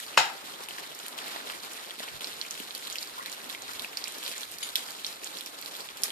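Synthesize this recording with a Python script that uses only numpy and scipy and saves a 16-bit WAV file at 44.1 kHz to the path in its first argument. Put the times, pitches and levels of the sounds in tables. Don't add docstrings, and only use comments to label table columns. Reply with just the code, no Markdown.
import sys
import numpy as np
from scipy import signal
from scipy.fft import rfft, irfft, next_fast_len
from scipy.io import wavfile
from scipy.ndimage import uniform_filter1d, map_coordinates

SR = 44100
rng = np.random.default_rng(int(sys.argv[2]) if len(sys.argv) > 2 else 0)


def pcm_store(signal):
    levels = np.round(np.clip(np.atleast_2d(signal), -1, 1) * 32767)
    wavfile.write(sys.argv[1], SR, levels.astype(np.int16).T)


def rack_gain(trim_db):
    fader = np.asarray(trim_db, float)
    return 10 ** (fader / 20)


N = 269712

# start in seconds, level in dB, T60 in seconds.
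BLOW = [
    (0.172, -12, 0.045),
    (0.1752, 4.5, 0.0048),
    (0.1761, 2, 0.013),
    (0.182, -16, 0.12),
    (0.198, -22, 0.03),
    (0.2105, -22, 0.03),
    (0.229, -28, 0.03),
]


def unit(x):
    return x / np.sqrt(np.mean(x ** 2) + 1e-20)


def along(points, hz):
    f, v = np.transpose(points)
    return np.interp(np.log(hz + 1), np.log(f + 1), v)


def wobble(rate):
    knots = rng.standard_normal(int(N * rate / SR) + 4)
    return map_coordinates(knots, [np.arange(N) * rate / SR])


def filtered(x, response):
    m = next_fast_len(x.shape[-1] + 8192)
    return irfft(rfft(x, m) * response(np.fft.rfftfreq(m, 1 / SR)), m)[..., :x.shape[-1]]


def aside(pair):
    late_s = np.array([[0], [17.5 / SR]])
    return filtered(pair, lambda hz: np.exp(-2j * np.pi * hz * late_s))


def grains(s, hz, cycles, gain, size):
    t = np.arange(size) / SR
    ring = np.sin(2 * np.pi * hz[:, None] * t) * rack_gain(-60 * t * (hz / cycles)[:, None])
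    at = (s * SR).astype(int)[:, None] + np.arange(size)
    return np.bincount(at.ravel(), (gain[:, None] * ring).ravel(), N + size)[:N]


def pick():
    # frequency in Hz, level in dB, T60 in seconds.
    modes = [(143, -1, 0.19), (326, -38, 0.36), (526, -9, 0.17), (723, -6.5, 0.32), (782, -10, 0.52),
             (866, -5, 0.18), (891, -14, 0.52), (955, 1, 0.14), (1306, -11, 0.25), (1416, -12, 0.18),
             (1550, -20, 0.19), (2560, 13, 0.03), (6600, -15, 0.25)]
    # time in seconds, level in dB, Hz, width in seconds.
    seat = (0.17685, 0, 1120, .0005)
    bite = (0.1757, -8, 2700, .0008)
    # delay in seconds, level in dB.
    echoes = [
        (.031, -14),
        (.092, -23),
        (.123, -23),
    ]
    ledge_hz, ledge_width_hz, bass_cut_hz, splinter_db = 800, 390, 400, 3.5
    t = np.arange(SR) / SR

    cracks = 0
    for s, db, t60 in BLOW:
        age = np.maximum(t - s, 0)
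        cracks = cracks + rack_gain(db - 60 * age / t60) * (1 - np.exp(-age / 0.00076))
    cracks = cracks * rack_gain(splinter_db * wobble(300)[:SR] * (t > .181))
    noise = rng.standard_normal((3, SR))
    split = filtered((noise[0] + 0.52 * noise[1:]) * cracks, icy)

    age = np.maximum(t - BLOW[1][0], 0)
    ring = 0
    for hz, db, t60 in modes:
        phase = rng.normal(0, 0.26, (2, 1))
        ring = ring + rack_gain(db - 60 * age / t60) * np.sin(2 * np.pi * hz * age + phase)
    hit = rack_gain(2.5) * split + rack_gain(-22.5) * ring * (1 - np.exp(-age / 0.002))

    s, db, hz, width = seat
    gap = np.exp(-((t - s) / width) ** 2)
    hit = hit * (1 - gap) - rack_gain(db) * np.cos(2 * np.pi * hz * (t - s)) * gap
    s, db, hz, width = bite
    hit = hit + rack_gain(db) * np.cos(2 * np.pi * hz * (t - s)) * np.exp(-((t - s) / width) ** 2)

    def reflected(f):
        ledge = 1j * f * ledge_width_hz / (ledge_hz ** 2 - f * f + 1j * f * ledge_width_hz)
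        back = 1 + ledge * sum(rack_gain(db) * np.exp(-2j * np.pi * f * s) for s, db in echoes)
        return back * f ** 2 / (f ** 2 + bass_cut_hz ** 2)

    return np.pad(filtered(hit, reflected) * rack_gain([[1.2], [-1.2]]), ((0, 0), (0, N - SR)))


def icy(hz):
    # frequency in Hz, level in dB per Hz.
    slope = [(60, -72), (130, -23), (350, -11), (550, -13.5), (900, -5.5), (1400, -4.5), (2600, -5.5),
             (4000, -8.5), (5400, -11), (7000, -17), (9000, -23), (15000, -34)]
    # centre in Hz, width in Hz, level in dB.
    hollows = [(517, 83, -4), (730, 100, -0.5), (900, 130, 5), (1360, 170, 2), (1650, 250, -0.5),
               (2030, 250, -1), (2560, 250, -2), (2970, 590, 0), (3900, 460, 1), (4450, 280, -3),
               (5250, 430, 2.5), (6680, 240, 1.5), (7280, 440, 3), (10500, 8200, -1)]
    bands = sum(rack_gain(db) * 1j * hz * w / (c * c - hz * hz + 1j * hz * w) for c, w, db in hollows)
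    return rack_gain(along(slope, hz) + 2) * bands


def drops():
    out, t = np.zeros((2, N + 3000)), np.arange(3000) / SR
    splash_band = signal.butter(2, [4500, 15000], "band", fs=SR)
    spatter_band = signal.butter(1, [2200, 7000], "band", fs=SR)
    for s, db, hz, pan_db, splash_db in all_drips():
        noise = rng.standard_normal((3, len(t)))
        alike = noise[0] + .5 * noise[1:]

        body_band = signal.butter(2, [hz * .65, min(hz * 1.5, 20000)], "band", fs=SR)
        rough = unit(signal.lfilter(*body_band, alike))
        age = t * hz / 1.15
        body = rack_gain(db - 1.5) * (np.sin(2 * np.pi * hz * t) + .25 * rough) * age * np.exp(1 - age)

        tick = t / .00025
        burst = signal.lfilter(*splash_band, alike * tick * np.exp(1 - tick))
        splash = rack_gain(splash_db) * 1.05 * burst / np.abs(burst).max(1, keepdims=True)

        dying = rack_gain(-60 * t / 0.18) * (1 - np.exp(-t / 0.0005))
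        spatter = rack_gain(db - 21.5) * signal.lfilter(*spatter_band, noise[1:])
        spatter = spatter + rack_gain(splash_db - 23) * signal.lfilter(*splash_band, noise[1:])

        pan = rack_gain([[pan_db / 2], [-pan_db / 2]])
        out[:, round((s - .0003) * SR):][:, :len(t)] += pan * (body + splash) + spatter * dying
    return out[:, :N]


def all_drips():
    # start in seconds, ring level in dB, pitch in Hz, splash level in dB.
    fringe = [(.0652, -29, 4560, -31), (2.2446, -16.5, 4220, -36), (2.2721, -25, 5090, -36),
              (2.4141, -14.5, 4300, -38), (2.5094, -16.5, 6400, -27), (2.7081, -23.5, 3900, -53),
              (2.7503, -21.5, 4350, -23.5), (2.9, -26, 4370, -26), (2.9273, -18.5, 6460, -36),
              (2.9844, -17, 4500, -35), (3.0284, -19.5, 4560, -28.5), (3.2601, -21.5, 3900, -26),
              (3.4983, -23, 3780, -26.5), (3.493, -31, 4000, -30), (3.503, -26, 3600, -40),
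              (4.7567, -11.5, 4930, -16.5), (4.7565, -35, 1880, -40), (3.7349, -31, 4800, -26),
              (3.7954, -21, 3900, -26), (3.972, -14.5, 4800, -26), (4.0408, -19, 4810, -28),
              (4.0739, -25, 2900, -37), (4.1846, -26, 5760, -27.5), (4.4326, -20, 3700, -41),
              (4.5851, -31, 4740, -27), (4.7563, -10, 3600, -16), (5.047, -15, 3800, -43),
              (5.0654, -20, 5600, -24), (5.2447, -19.5, 6800, -27), (5.3865, -23, 5080, -35),
              (5.4092, -23.5, 3680, -27), (5.4613, -27, 5200, -25.5), (5.7666, -29, 4430, -28.5),
              (6.0351, -9, 5200, -8), (6.0388, -16, 5500, -24)]
    foot = [(.4015, -42, 2700, -50), (.6374, -30, 4880, -26), (.6867, -23, 2900, -24.5),
            (.7089, -22.5, 3070, -40), (.7834, -26, 1760, -51), (.8537, -37, 2200, -46),
            (1.0644, -30, 3100, -23.5), (1.0825, -30, 4360, -20), (1.1788, -28, 3500, -30),
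            (1.1883, -23, 3050, -42), (1.2804, -28.5, 2770, -27), (2.0864, -30.5, 3000, -40),
            (1.6485, -31.5, 2350, -29), (1.908, -22.5, 3500, -29), (1.9895, -29, 3650, -31.5),
            (2.0033, -32, 1820, -34), (2.2086, -26, 3080, -28.5), (2.6004, -26.5, 3000, -27),
            (2.9566, -21, 2870, -27), (3.2805, -33, 2030, -35), (3.549, -23.5, 2170, -38),
            (3.5492, -25.5, 3700, -42), (3.8466, -20, 2560, -32), (4.0566, -30, 2310, -43),
            (4.2791, -20, 3800, -23.5), (4.7622, -15.5, 3800, -30), (4.7819, -24, 4600, -34),
            (4.8514, -41, 3900, -45), (5.9718, -30, 4780, -30), (6.0199, -34, 5200, -27),
            (6.0238, -31, 9900, -36), (1.4997, -27, 1400, -50), (3.2606, -30.5, 1890, -50),
            (3.5262, -31, 7260, -34), (6.0565, -28, 4100, -35)]
    glaze = [(.9495, -45, 5460, -27), (.9903, -28.5, 7300, -33), (1.4995, -23.5, 2920, -42),
             (1.6337, -27, 4540, -33), (2.8512, -26, 4170, -40), (2.8729, -25, 3810, -29.5),
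             (3.1838, -42, 6400, -31), (3.3182, -29, 6560, -29), (3.3271, -23, 4300, -28.5),
             (3.6213, -25, 6500, -30), (3.821, -27, 4630, -27), (3.9306, -37, 2861, -33),
             (4.0805, -26, 7200, -24), (4.228, -30, 3050, -42), (4.2635, -19, 3800, -41),
             (4.315, -26, 4700, -30), (4.3621, -31, 4220, -43), (4.3803, -24, 7200, -30),
             (4.409, -33, 5500, -28), (4.5212, -33, 2900, -30), (4.9068, -32, 4570, -27),
             (5.2729, -22, 4350, -30), (5.371, -25.5, 4060, -33), (5.6136, -41, 5700, -25),
             (5.6252, -26.5, 4300, -40), (5.6602, -27, 4100, -28), (5.8062, -22.5, 4460, -31),
             (5.8886, -26, 3560, -48)]
    # start in seconds, peak level in dB, pitch in Hz.
    small = [(0.0004, -30.5, 1900), (0.1438, -30, 2800), (0.4714, -35, 3230), (1.2144, -34, 2050),
             (1.259, -33, 1596), (1.3625, -32, 1780), (1.401, -33, 1390), (1.5198, -30, 4310),
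             (1.5354, -34, 2100), (1.5475, -36, 1240), (1.787, -34, 1880), (1.8472, -32.5, 3190),
             (1.913, -35, 1980), (1.9966, -23, 3700), (2.079, -30, 2200), (2.4498, -41, 2260),
             (2.9114, -29, 4010), (3.073, -28, 4840), (3.5268, -28, 4960), (3.6913, -27, 1350),
             (4.2374, -26, 3870), (4.2517, -26, 4820), (4.3374, -32, 4010), (4.3534, -34, 1810),
             (4.3615, -34, 2170), (4.6896, -24, 3800), (4.8798, -30, 4900), (5.127, -25.5, 4675),
             (5.2348, -29, 4630), (5.741, -28, 4640), (5.7518, -25.5, 3710), (6.0804, -25, 3770),
             (6.0924, -34, 4750), (6.1034, -28, 3560), (6.1074, -33, 3370)]
    bright = [(0.256, -30, 6550), (1.7333, -28.5, 6820), (2.0135, -39, 12000), (2.3376, -36, 10300),
              (2.778, -29, 7570), (2.81, -38, 9050), (3.0096, -29, 8520), (3.297, -33.5, 7350),
              (3.9968, -36, 10500), (4.122, -32, 9200), (4.2386, -32, 7500), (4.2944, -35, 9720),
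              (4.5152, -30, 12300), (4.702, -37, 10300), (4.881, -37, 7270), (4.9184, -35, 7456),
              (4.9956, -36, 7040), (5.648, -34, 8840), (6.0384, -15.5, 9800)]
    faint = [(0.7499, -34, 3360), (0.7828, -35, 5560), (0.7843, -32, 2760), (0.8365, -31, 2800),
             (0.9152, -33, 2840), (1.1882, -28, 4390), (1.4027, -30, 1510), (1.4028, -33, 3140),
             (1.4806, -31, 4350), (1.4987, -31, 4010), (1.8649, -33, 4650), (1.9382, -34, 10770),
             (2.0338, -32, 3270), (2.0825, -32, 2930), (2.0859, -32, 4180), (2.3657, -34, 4780),
             (2.424, -33, 3230), (2.4245, -34, 2150), (2.4506, -32, 2630), (2.482, -32, 4610),
             (2.5419, -31, 5000), (2.674, -35, 4180), (2.9563, -30, 5430), (2.9634, -33, 1980),
             (2.9883, -30, 3790), (3.1374, -33, 4820), (3.4421, -34, 9860), (3.4423, -34, 3140),
             (3.6821, -33, 4610), (3.6869, -35, 3920), (3.7114, -30, 3060), (3.9903, -33, 3100),
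             (4.2371, -30, 3920), (4.2781, -26, 3920), (4.3151, -29, 2840), (4.3372, -33, 2110),
             (4.619, -32, 4870), (4.6287, -32, 2240), (4.8063, -32, 3230), (4.9547, -33, 4650),
             (4.9855, -34, 2760), (4.9958, -32, 3100), (5.1275, -35, 3960), (5.1469, -35, 4390),
             (5.2351, -33, 2710), (5.3429, -34, 4740), (5.4649, -34, 2540), (5.5872, -36, 3320),
             (5.6262, -36, 2330), (5.6926, -34, 4180), (5.7157, -33, 8570), (5.7409, -34, 3960),
             (5.7877, -34, 4520), (5.8187, -32, 4390), (5.8449, -35, 11540), (5.9754, -33, 3060),
             (6.056, -32, 2070), (6.1035, -29, 3450)]
    minor = [(s + .0004, db + 0.5, hz, db - 6) for s, db, hz in small]
    minor += [(s + 0.00045, db + 1, hz, db + 1.5) for s, db, hz in bright]
    minor += [(s + .0006, db + 0.1, hz, db - 14) for s, db, hz in faint]
    rows = []
    for place, pan_db in [(fringe, -6), (foot, 0.4), (glaze, -7.5), (minor, -2)]:
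        for s, db, hz, splash_db in place:
            rows.append((s, db, hz, pan_db + 1.5 * rng.standard_normal(), splash_db))
    return rows


def thuds():
    # start in seconds, peak level in dB, pitch in Hz.
    landings = [(1.3605, -21, 950), (2.0035, -27, 600), (2.603, -29, 324), (0.54, -32, 810),
                (4.599, -55, 727), (6.03, -36, 460), (4.183, -36, 370)]
    s, db, hz = np.transpose(landings)
    lumps = grains(s, hz, 6., rack_gain(db), size=3000)
    return filtered(lumps, lambda f: f ** 4 / (f ** 4 + 170 ** 4))


def bubbles():
    # start in seconds, level in dB, pitch in Hz.
    escapes = [(3.177, -33, 950), (3.184, -34, 1310), (3.193, -30, 1030), (3.205, -38, 1850),
               (3.217, -40, 1495)]
    life_s, rise = 0.0088, .12
    out, u = np.zeros(N), np.arange(round(life_s * SR)) / (life_s * SR)
    for s, db, hz in escapes:
        glide = np.sin(2 * np.pi * hz * life_s * u * (1 + rise * u / 2))
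        out[round(s * SR):][:len(u)] += rack_gain(db) * np.sin(np.pi * u) * glide
    return out


def clink():
    # frequency in Hz, level in dB, T60 in seconds.
    steel = [(2990, -36.5, 0.15), (3620, -33.5, 0.13), (4700, -32, 0.091), (6930, -34, 0.16),
             (10500, -36, 0.22)]
    t = np.maximum(np.arange(N) / SR - 4.6285, 0)
    ring = 0
    for c, db, t60 in steel:
        noise = rng.standard_normal((2, N))
        band = unit(filtered(noise, lambda hz: 1 / (1 + ((hz - c) / (.045 * c)) ** 2)))
        ring = ring + rack_gain(db - 60 * t / t60) * band
    return ring * rack_gain(-2.5 + 2.5 * wobble(180)) * (1 - np.exp(-t / 0.0002))


def rock(x, stretch):
    # frequency in Hz, T60 in seconds.
    decay = [(200, 0.34), (800, 0.38), (3000, 0.29), (7000, 0.25), (14000, 0.22)]
    step, out = SR // 4, np.zeros((2, N + SR))
    for a in range(0, len(x), step):
        hz, t, z = signal.stft(rng.standard_normal((2, SR // 3)), SR, nperseg=256)
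        fall = rack_gain(-60 * t / (stretch * along(decay, hz))[:, None])
        tail = signal.istft(z * fall, SR, nperseg=256)[1]
        wet = signal.fftconvolve(x[None, a:a + step], tail / np.linalg.norm(tail[0]), axes=1)
        out[:, a + 150:][:, :wet.shape[1]] += wet
    return out[:, :N]


def water():
    # time in seconds, flow level in dB, spray over gurgle in dB.
    course = [(0.0, -43, 10.5), (0.08, -45, 1), (1.05, -46, 0), (1.38, -44, -4.5), (1.58, -47.5, 0.5),
              (2.03, -45, 1), (2.91, -44.5, 3.5), (3.05, -44.5, 4), (3.32, -44.5, 1), (4.09, -45, 1.5),
              (4.24, -44.5, 3.5), (4.38, -44, 5), (4.6, -47.5, 6), (4.9, -44.5, 4), (5.309, -46.5, 2.5),
              (6.12, -46.5, 0.5)]
    # frequency in Hz, level in dB per Hz.
    gurgle = [(88, -33), (150, -10), (270, -3), (529, 0), (1250, 0), (2500, -7), (3250, -50), (5500, -120)]
    patter = [(700, -16), (1400, -6.5), (2500, -5), (4000, 0), (5300, -8.5), (5900, -15), (8000, -16.5)]
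    spray = [(3000, -25), (5800, -1), (7000, 0), (10000, -1), (13000, -2.5), (14600, -4)]
    s, *cols = np.transpose(course)
    flow_db, spray_db = [np.interp(np.arange(N) / SR, s, c - c.mean()) for c in cols]
    shower_db = showers()
    low_db = -50.5 + 0.46 * flow_db - spray_db / 2 + 0.6 * shower_db
    mid_db = -47.5 + flow_db + shower_db
    high_db = -51 + 0.65 * flow_db + spray_db / 2 + 1.06 * shower_db
    top_db = 2.6
    swell = top_db * np.tanh((.2 * wobble(14) + 1.15 * wobble(60)) / top_db)

    ticks = far_drops(count=1400, hz=6500, spread=.45, cycles=6, scatter_db=3)
    plinks = far_drops(count=2500, hz=3530, spread=0.42, cycles=14, scatter_db=3)
    glugs = far_drops(count=900, hz=686, spread=0.83, cycles=4.3, scatter_db=2.0)
    low = rack_gain(low_db + 2.0 + .5 * swell) * rush(gurgle, 0.088 * glugs, patchy_db=2.0)
    mid = rack_gain(mid_db + 2.5 + 1.45 * swell) * rush(patter, 0.22 * plinks + 0.4 * ticks, patchy_db=2.2)
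    high = rack_gain(high_db + 3 + 1.7 * swell) * rush(spray, .5 * ticks, patchy_db=.9)
    flow = low + mid * rack_gain([[-.6], [.6]]) + high * rack_gain([[-1.2], [1.2]])
    return aside(filtered(flow, lambda f: f ** 4 / (f ** 4 + 110 ** 4)))


def showers():
    # time in seconds, swell in dB, fading time in seconds.
    swells = [(1.26, 4, 0.32), (1.47, 4.5, 0.1), (2.85, 2, 0.051), (4.228, 4, 0.34), (4.455, -7, 0.072),
              (4.509, 6, 0.019), (4.628, 6, 0.028), (5.045, 0, 0.017), (5.142, -3, 0.068), (6.076, 3, 0.052),
              (3.485, 1, 0.036), (2.49, -6, 0.0096), (1.9, -6, 0.055), (2.208, 5.5, 0.06),
              (5.985, -2.5, 0.036), (4.742, -3, 0.014), (0.685, -5, -0.03), (2.206, -5, -0.04),
              (3.97, -3, -0.03), (1.178, 4, 0.08), (3.68, 3, 0.07), (2.03, 3, 0.02), (2.075, 4, 0.02),
              (0.782, 3, 0.06), (2.9, 2, 0.12), (5.064, 6, 0.03), (4.77, 3, 0.04), (6.04, 3, 0.03),
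              (0.439, -3.0, -0.07), (0.604, 7.0, 0.04), (0.878, -3.5, 0.025), (1.065, 6.0, -0.04),
              (1.17, 3.0, 0.025), (1.439, -4.0, -0.07), (1.591, -4.0, 0.025), (1.649, 2.0, 0.2),
              (2.115, -4.0, -0.04), (2.135, 4.0, 0.015), (2.168, -4.0, 0.015), (2.19, 5.5, 0.015),
              (2.27, -5.0, -0.025), (2.287, 2.5, 0.04), (2.38, -3.5, 0.025), (2.462, 3.0, 0.07),
              (2.614, 4.5, -0.015), (2.686, -2.5, 0.07), (2.883, 6.0, -0.025), (2.943, -3.5, -0.025),
              (3.223, -2.5, -0.2), (3.352, 2.5, -0.07), (3.38, -2.5, 0.07), (3.579, -4.5, 0.025),
              (3.849, 4.0, -0.04), (3.896, -4.0, 0.04), (4.188, 5.0, -0.04), (4.298, 4.5, -0.025),
              (4.383, -4.0, -0.025), (4.58, -4.0, -0.015), (4.605, 5.5, 0.025), (4.709, -5.5, 0.025),
              (4.854, 4.0, 0.04), (5.036, -3.5, -0.025), (5.211, -3.5, -0.07), (5.273, 5.0, -0.025),
              (5.405, 5.0, -0.07), (5.587, -2.0, -0.07), (5.637, -4.5, 0.015), (5.66, 4.0, 0.025),
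              (5.772, 4.5, 0.04), (5.874, -7.0, 0.04), (5.922, -4.0, 0.025), (5.981, 3.0, 0.12)]
    t = np.arange(0, N / SR, .001)
    s, db, fade = np.transpose(swells)[:, :, None]
    age = (t - s) / fade
    swell_db = (db * (age > 0) * np.exp(-np.abs(age))).sum(0)
    return np.interp(np.arange(N) / SR, t, swell_db)


def rush(spectrum, grit, patchy_db):
    # frequency in Hz, left-right likeness from 0 to 1.
    likeness = [(60, 0.057), (300, 0.79), (700, 0.22), (2000, 0.26), (5000, 0.019), (12000, 0.014)]
    z = signal.stft(rng.standard_normal((2, N)), nperseg=256)[2]
    field = uniform_filter1d(rng.standard_normal(z.shape[1:]), size=6, axis=0)
    field = uniform_filter1d(field, size=8, axis=1)
    pair = unit(signal.istft(z * rack_gain(patchy_db * unit(field)), nperseg=256)[1][:, :N])
    pair = pair + np.array([grit, 0 * grit])

    def mid_side(hz):
        turn = np.arccos(np.clip(along(likeness, hz), 0, 1)) / 2
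        return rack_gain(along(spectrum, hz)) * [np.cos(turn), np.sin(turn)]

    mid, side = filtered(pair, mid_side)
    return unit(np.array([mid + side, mid - side]))


def far_drops(count, hz, spread, cycles, scatter_db):
    u, g = rng.random((count, 2)), rng.standard_normal(count)
    size = rack_gain(-scatter_db * np.log(u[:, 1] + .1))
    pitch = np.clip(hz * np.exp(spread * g), 200, 15000)
    return unit(grains(u[:, 0] * N / SR, pitch, cycles * np.ones(count), size, size=200))


def breeze():
    # frequency in Hz, level in dB per Hz.
    rumble = [(15, -21), (40, -3.5), (90, 2), (160, 2), (260, -41)]
    # time in seconds, level in dB, half width in seconds.
    gusts = [(.05, -73, 0.096), (.65, -74.5, 0.37), (1.65, -73, 0.16), (2.15, -51, 0.04),
             (2.35, -72, 0.058), (3.1, -76, 1), (3.7, -68, 0.14), (4.05, -79, 0.05), (4.65, -70, 0.18),
             (5.1, -72, .1), (5.8, -75, 0.33)]
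    t = np.arange(N) / SR
    buffet = unit(filtered(rng.standard_normal((2, N)), lambda hz: rack_gain(along(rumble, hz))))
    strength = rack_gain(-79) + sum(rack_gain(db) * np.exp(-((t - s) / half) ** 2) for s, db, half in gusts)
    return strength * rack_gain(1.5 * wobble(10)) * buffet


def facets(hz):
    delays = (.0016, .0042, .0046, .0051)
    return sum(rack_gain(-15) * np.exp(-2j * np.pi * hz * np.array([[s], [s - .0004]])) for s in delays)


def scene():
    far, blow = water() + clink() + breeze(), pick()
    near = drops() + thuds() + bubbles()
    impulse = 1. * (np.arange(SR // 4) == round(BLOW[1][0] * SR))
    shock = filtered(impulse, icy)
    tails = rack_gain(-11) * rock(near.mean(0), stretch=0.68)
    tails = tails + rack_gain([[23.5], [20.5]]) * rock(shock, stretch=1.12)
    return aside(near + filtered(near, facets)) + blow + tails + far


def roll_off(x):
    return signal.sosfilt(signal.butter(12, 15700, fs=SR, output="sos"), x)


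def record(dry):
    shut = filtered(dry, lambda hz: np.where(hz < 14650, 1, rack_gain(-56)))
    return roll_off(shut)


dry = scene()
out = record(dry)
pcm_store(out)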